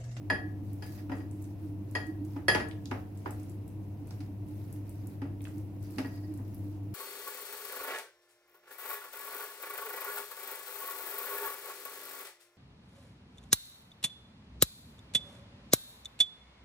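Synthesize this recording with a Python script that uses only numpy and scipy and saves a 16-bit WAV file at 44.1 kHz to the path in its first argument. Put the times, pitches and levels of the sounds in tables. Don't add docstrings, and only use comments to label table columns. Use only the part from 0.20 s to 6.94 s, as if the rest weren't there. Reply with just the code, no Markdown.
import sys
import numpy as np
from scipy import signal
from scipy.io import wavfile

SR = 44100
rng = np.random.default_rng(int(sys.argv[2]) if len(sys.argv) > 2 else 0)


def dump(signal):
    limited = np.clip(np.atleast_2d(signal).T, -1, 1)
    pcm = np.round(limited * 32767).astype(np.int16)
    wavfile.write(sys.argv[1], SR, pcm)


N = 297234
TIME = np.arange(N) / SR
CUTOFF_HZ = 16000

# pitch in Hz, relative level in dB, t60 in seconds.
GLASS_MODES = [(1703, -4, .41), (1908, 3, .26), (2420, -19, .2), (2510, -15, .18), (2640, -16, .16),
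               (3160, -15, .21), (3242, -11, .21), (3300, -14, .21), (4430, -12, .18), (4500, -10, .19),
               (4840, -7, .11), (4933, 0, .12), (6790, -17, .24), (8975, -27, .22), (10123, -11, .16),
               (10465, -18, .18), (11194, -14, .14)]
# start in seconds, length in seconds, effort in dB.
BLADE_STROKES = [(0.41, 0.27, -69), (0.605, 0.19, -60), (0.892, .10, -62.5), (1.16, 0.15, -69.5),
                 (1.367, 0.12, -69), (1.654, .22, -68.5), (2.025, .16, -67.5), (2.60, 0.21, -67),
                 (2.93, .39, -66.5), (3.83, 0.23, -67), (4.253, 0.32, -67), (4.63, 0.31, -67.5),
                 (5.19, .21, -66.5), (5.592, 0.37, -63), (5.977, 0.58, -68.5)]


def from_db(db):
    return 10 ** (np.asarray(db) / 20)


def rms_one(x):
    return x / np.sqrt(np.mean(x ** 2) + 1e-20)


def at_hz(points, hz):
    pitches, values = np.transpose(points)
    return np.interp(np.log(hz), np.log(pitches), values)


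def add(out, start_s, sound):
    at = int(round(start_s * SR))
    out[:, at:at + sound.shape[1]] += sound[:, :N - at]


def panned(db):
    return from_db(np.array([[db], [-db]]) / 2)


def drift(rate_hz):
    step, run_in = 40, 2000
    pole = np.exp(-2 * step * np.pi * rate_hz / SR)
    white = rng.standard_normal(N // step + run_in + 2)
    slow = signal.lfilter([1], [1, -2 * pole, pole * pole], white)[run_in:]
    return np.interp(np.arange(N) / step, np.arange(len(slow)), rms_one(slow))


def flutter(size, rate_hz):
    points = rng.standard_normal((2, 128))
    return np.array([np.interp(TIME[:size] * rate_hz, np.arange(len(side)), side) for side in points])


def resonate(x, hz, width_hz):
    pole, angle = np.exp(-np.pi * width_hz / SR), 2 * np.pi * min(hz, CUTOFF_HZ) / SR
    feed = np.array([1, 0, -1]) * (1 - pole * pole) / 2
    return signal.lfilter(feed, [1, -2 * pole * np.cos(angle), pole * pole], x + 1e-18)


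def noise_bands(size):
    # frequency in Hz, left-right correlation.
    likeness = [(50, 0.98), (150, 0.84), (300, 0.73), (600, 0.41), (1200, 0), (3000, 0), (14000, 0)]
    edges_hz = 22 * 2 ** np.arange(0, 9.6, .5)
    white = rng.standard_normal((2, 2, size))
    for k, (low, high) in enumerate(zip(edges_hz, edges_hz[1:])):
        hz = np.sqrt(low * high)
        alike = at_hz(likeness, hz)
        bandpass = signal.butter(2, [low, high], "band", fs=SR, output="sos")
        mid, side = signal.sosfilt(bandpass, white[k % 2])
        yield hz, np.sqrt(1 + alike) * mid + np.sqrt(1 - alike) * np.array([side, -side])


def kitchen(x, wet_db, gap_s=0.0025, t60=0.3):
    t = TIME[:SR // 2]
    echoes = rng.standard_normal((2, len(t))) * from_db(-60 * t / t60) * (t > gap_s)
    echoes /= np.sqrt(np.sum(echoes ** 2, axis=1, keepdims=True))
    return x + from_db(wet_db) * signal.fftconvolve(x, echoes, axes=1)[:, :N]


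def room_tone(level_db=-46.5):
    # frequency in Hz, relative noise density in dB.
    spectrum = [(25, -43), (38, -32.5), (56, -1), (80, -8), (130, 10.5), (170, -21.5), (260, 3),
                (340, -16.5), (450, -16.5), (750, -20), (1200, -39.5), (2400, -37), (4000, -50),
                (8000, -52.5), (15000, -44)]
    noise = sum(band * from_db(at_hz(spectrum, hz)) for hz, band in noise_bands(N))
    return from_db(level_db) * rms_one(noise)


def appliance_hum(mains_hz=100.05, motor_hz=104.93, first_swell_s=.1):
    # time in seconds, level in dB.
    drone_levels = [(0.0, -46.5), (0.85, -44), (2.2, -44.5), (3.5, -48.5), (4.8, -50), (5.8, -46),
                    (6.74, -45)]
    drone_db = np.interp(TIME, *np.transpose(drone_levels))
    phase = 2 * np.pi * mains_hz * TIME
    beat = 2 * np.pi * (motor_hz - mains_hz) * (TIME - first_swell_s)
    mains = from_db(-39 + drift(12)) * np.sin(phase)
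    motor = from_db(-50.5) * np.sin(phase + beat)
    near_octave = from_db(-53 + 4.3 * drift(30)) * np.sin(1.98 * phase + 1.2 * drift(4))
    drone = from_db(drone_db + 4.6 * drift(17.3)) * np.sin(3 * phase + 1.41 * drift(6.2))
    return (mains + motor) * panned(1.6) + near_octave * panned(-0.91) + drone * panned(-3.5)


def push(start_s, length_s, attack_s, release_s):
    rise = np.clip((TIME - start_s) / attack_s, 0, 1)
    return rise * np.exp(-np.maximum(TIME - start_s - length_s, 0) / release_s)


def treble_share(hz, low_hz=1400, high_hz=5000, most=1):
    return np.clip(np.log(hz / low_hz) / np.log(high_hz / low_hz), 0, most)


def blade_rubs(damped_width_hz=40, slip_db=5):
    # start in seconds, length in seconds, level in dB, lift of the upper modes in dB.
    rubs = [(0.64, .16, -65, -3), (5.82, .25, -65, 2)]
    friction = rng.standard_normal((2, N)) * from_db(slip_db * drift(20))
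    modes, out = [], 0
    for hz, db, _ in GLASS_MODES:
        if hz < 6000 and db > -11:
            narrow = resonate(friction, hz, damped_width_hz)
            modes.append((hz, from_db(db / 2) * resonate(narrow, hz, 10 * damped_width_hz)))
    for start, length, db, upper_db in rubs:
        glass = rms_one(sum(from_db(upper_db * treble_share(hz)) * mode for hz, mode in modes))
        out = out + from_db(db) * push(start, length, attack_s=0.057, release_s=0.028) * glass
    return out


def air_pockets(spectrum, per_s, cycles, clump_db, spread_db=2.5):
    bursts = np.flatnonzero(rng.random(N) < per_s * from_db(clump_db * drift(14)) / SR)
    size_db = spread_db * np.minimum(rng.exponential(1, len(bursts)), 3)
    sizes = from_db(size_db) * rng.standard_normal((2, len(bursts)))
    pitches = np.geomspace(spectrum[0][0], spectrum[-1][0], num=16)
    pitch_index = rng.integers(0, len(pitches), len(bursts))
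    out = 0
    for k, hz in enumerate(pitches):
        clicks = np.zeros((2, N))
        clicks[:, bursts[pitch_index == k]] = sizes[:, pitch_index == k]
        out = out + from_db(at_hz(spectrum, hz)) * resonate(clicks, hz, hz / cycles)
    return rms_one(out)


def cream(settling_db=-74):
    # pitch in Hz, relative level in dB.
    crackle_spectrum = [(3500, -5.5), (5000, 0), (8000, -7), (12000, 0.5), (16000, 0)]
    squelch_spectrum = [(400, 10.5), (1000, 4), (2400, 3.5), (3600, -10.5), (5200, -3.5), (9000, -47)]
    crackle = from_db(-2) * air_pockets(crackle_spectrum, per_s=2500, cycles=11, clump_db=1.5)
    squelch = from_db(-4) * air_pockets(squelch_spectrum, per_s=3000, cycles=4.8, clump_db=3)
    strokes = [from_db(db) * push(start, length, attack_s=.03, release_s=.04)
               for start, length, db in BLADE_STROKES]
    effort = np.maximum(np.max(strokes, axis=0), from_db(settling_db))
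    return effort * (crackle + squelch)


def faint_smacks(per_s=4, tries=64, spread_db=1.5, spread_octaves=.3):
    moments, luck = rng.random((2, tries))
    size, pitch = np.clip(rng.standard_normal((2, tries)), -2, 2)
    rows = zip(moments * N / SR, -59 + spread_db * size, 9700 * 2 ** (spread_octaves * pitch))
    happens = luck < per_s * N / SR / tries
    return [row for row, on in zip(rows, happens)
            if on and any(0 < row[0] - start < length for start, length, _ in BLADE_STROKES)]


def smacks(gain_db=4, relative_width=0.59, snap_s=.0013, cling_s=0.016, cling_db=-17):
    # start in seconds, relative level in dB, pitch in Hz.
    loud_smacks = [(0.532, -56.5, 12300), (0.664, -56, 12100), (1.112, -57, 8400), (1.224, -57, 9500),
                   (2.050, -61, 8200), (2.486, -55, 8100), (2.512, -49.5, 2480), (2.657, -48, 4340),
                   (2.974, -62, 7400), (3.108, -50, 9750), (3.479, -58, 10000), (3.908, -55, 4830),
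                   (4.527, -51.5, 11740), (4.694, -54.5, 11500), (4.871, -52.5, 11000),
                   (5.207, -59.5, 2330), (5.219, -55, 11600), (5.253, -50, 2050), (5.271, -52.5, 1380),
                   (5.628, -58.5, 11800), (6.346, -53.5, 13700)]
    out, t = np.zeros((2, N)), TIME[:SR // 16]
    tear = np.exp(-t / snap_s) + from_db(cling_db) * np.exp(-t / cling_s)
    films = rng.standard_normal((128, 2, len(t)))
    for (start, db, hz), film in zip(loud_smacks + faint_smacks(), films):
        width_hz = relative_width * hz
        pop = resonate(resonate(film * tear, hz, width_hz), hz, 2 * width_hz)
        onset_rms = np.std(pop[:, :SR // 500])
        add(out, start, from_db(db + gain_db) * pop / onset_rms)
    return out * panned(0.5)


def thud(hz=275, t60=0.12, rise_s=0.018):
    t = TIME[:SR // 2]
    pitch = hz * (1 + 0.029 * rng.standard_normal())
    envelope = from_db(-60 * t / t60) * (1 - np.exp(-t / rise_s))
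    return np.ones((2, 1)) * np.sin(2 * np.pi * pitch * t) * envelope


def clack(treble_db, crack_db=3, crack_s=0.004, rise_cycles=1.85):
    # frequency in Hz, relative noise density in dB.
    spectrum = [(30, -20.5), (60, 5), (180, 2), (280, 6.5), (380, -3.5), (620, 1.5), (1000, 0.5),
                (1400, 0.5), (2200, 0.5), (3500, -20), (5000, -12.5), (7500, -46.5), (10500, -12.5),
                (16000, -47)]
    # frequency in Hz, t60 of the tail in seconds.
    decay_times = [(100, 0.86), (400, 0.43), (1000, 0.38), (3000, 0.26), (12000, 0.25)]
    t, out = TIME[:SR // 3], 0
    crack = from_db(crack_db) * np.exp(-t / crack_s)
    for hz, band in noise_bands(len(t)):
        tail = from_db(-60 * t / at_hz(decay_times, hz))
        rise = 1 - np.exp(-t * hz / rise_cycles)
        gain = from_db(at_hz(spectrum, hz) + treble_db * treble_share(hz))
        out = out + band * (crack + tail) * rise * gain
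    return out


def ring(modes, shape_db, stereo_rad, roughness, rise_s, sag_db=4, sag_s=0.016, spread_db=1.32):
    out = np.zeros((2, SR // 2))
    for (hz, db, t60), extra_db in zip(modes, np.broadcast_to(shape_db, len(modes))):
        t = TIME[:min(int(t60 * SR), SR // 2)]
        phase = rng.uniform(0, 2 * np.pi) + np.array([[0], [stereo_rad]]) * rng.choice([-1, 1])
        struck_db = db + extra_db + spread_db * rng.standard_normal()
        decay_db = sag_db * np.exp(-t / sag_s) - 60 * t / t60
        waver = roughness * flutter(len(t), rate_hz=100)
        tone = (1 + waver) * np.sin(2 * np.pi * hz * t + phase + waver[::-1])
        add(out, 0, from_db(struck_db + decay_db) * tone)
    return out * (1 - np.exp(-TIME[:SR // 2] / rise_s))


def bowl_knocks(hardness_db=5):
    # start in seconds, then relative levels in dB of thud, clack, glass ring and treble edge,
    # then the dB by which the contact point favours the lowest glass mode over the next.
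    contacts = [(0.100, -17.5, -29.5, -22, -37.5, 8), (0.623, -32.5, -49, -46, -47.5, 14),
                (0.895, -20.5, -45, -75, -57, 0), (0.917, -20.5, -39, -44.5, -58.5, -2),
                (1.003, -30, -55.5, -53, -67, 2), (1.751, -50, -34, -28, -38, -5),
                (2.162, -20, -45.5, -68, -60, 4), (2.282, -42, -25.5, -16, -23.5, 4.5),
                (2.348, -23, -26, -48, -29, -22), (2.399, -52, -38, -46.5, -41, -11),
                (2.712, -19, -34, -55, -43.5, 1), (3.058, -26, -36, -58, -57, 4),
                (3.907, -44, -55, -81, -68, -0.5), (4.004, -39, -59, -78, -46.5, 0),
                (5.017, -17, -46, -64, -52.5, 4), (5.053, -23.5, -54, -78, -76, 0),
                (5.783, -13.5, -38, -59, -33.5, 10), (5.846, -19.5, -48, -46.5, -59, -0.5),
                (6.188, -27, -54.5, -73.5, -92, 0)]
    # mode pitch in Hz, relative level in dB, t60 in seconds.
    counter_modes = [(366.2, 1, 0.27), (450.5, -3.5, 0.52), (548, -7, 0.44), (620, -5.5, 0.42),
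                     (737, -5, 0.57), (820, -12.5, 0.33), (847, 0.5, 0.2), (966, 3.5, 0.07),
                     (1217, -5, 0.1), (1405, 2, 0.034)]
    knocks, rings = np.zeros((2, 2, N))
    upper = treble_share(np.array(GLASS_MODES)[:, 0], low_hz=1970, high_hz=4900, most=1.3)
    for start, thud_db, clack_db, glass_db, edge_db, lowest_db in contacts:
        add(knocks, start, from_db(thud_db - 2) * thud())
        add(knocks, start, from_db(clack_db + 2) * clack(edge_db - clack_db + hardness_db))
        counter = ring(counter_modes, shape_db=0, stereo_rad=0.68, roughness=0.73, rise_s=0.0013)
        add(knocks, start, from_db(clack_db - 8) * counter)
        shape_db = upper * min(edge_db - glass_db + hardness_db, 1)
        shape_db[:2] += [lowest_db / 2, -lowest_db / 2]
        glass = ring(GLASS_MODES, shape_db, stereo_rad=1.05, roughness=0.6, rise_s=0.00064)
        add(rings, start, from_db(glass_db - 9) * glass)
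    return knocks * panned(0.36) + kitchen(rings, wet_db=-3.5) * panned(3.9)


def scene():
    bowl = bowl_knocks() + blade_rubs()
    mixture = kitchen(smacks(), wet_db=-3.5) + kitchen(cream(), wet_db=-2.5)
    return bowl + mixture + appliance_hum() + room_tone()


def record(dry):
    return signal.sosfilt(signal.ellip(12, .1, 80, CUTOFF_HZ, fs=SR, output="sos"), dry)


dry = scene()
out = record(dry)
dump(out)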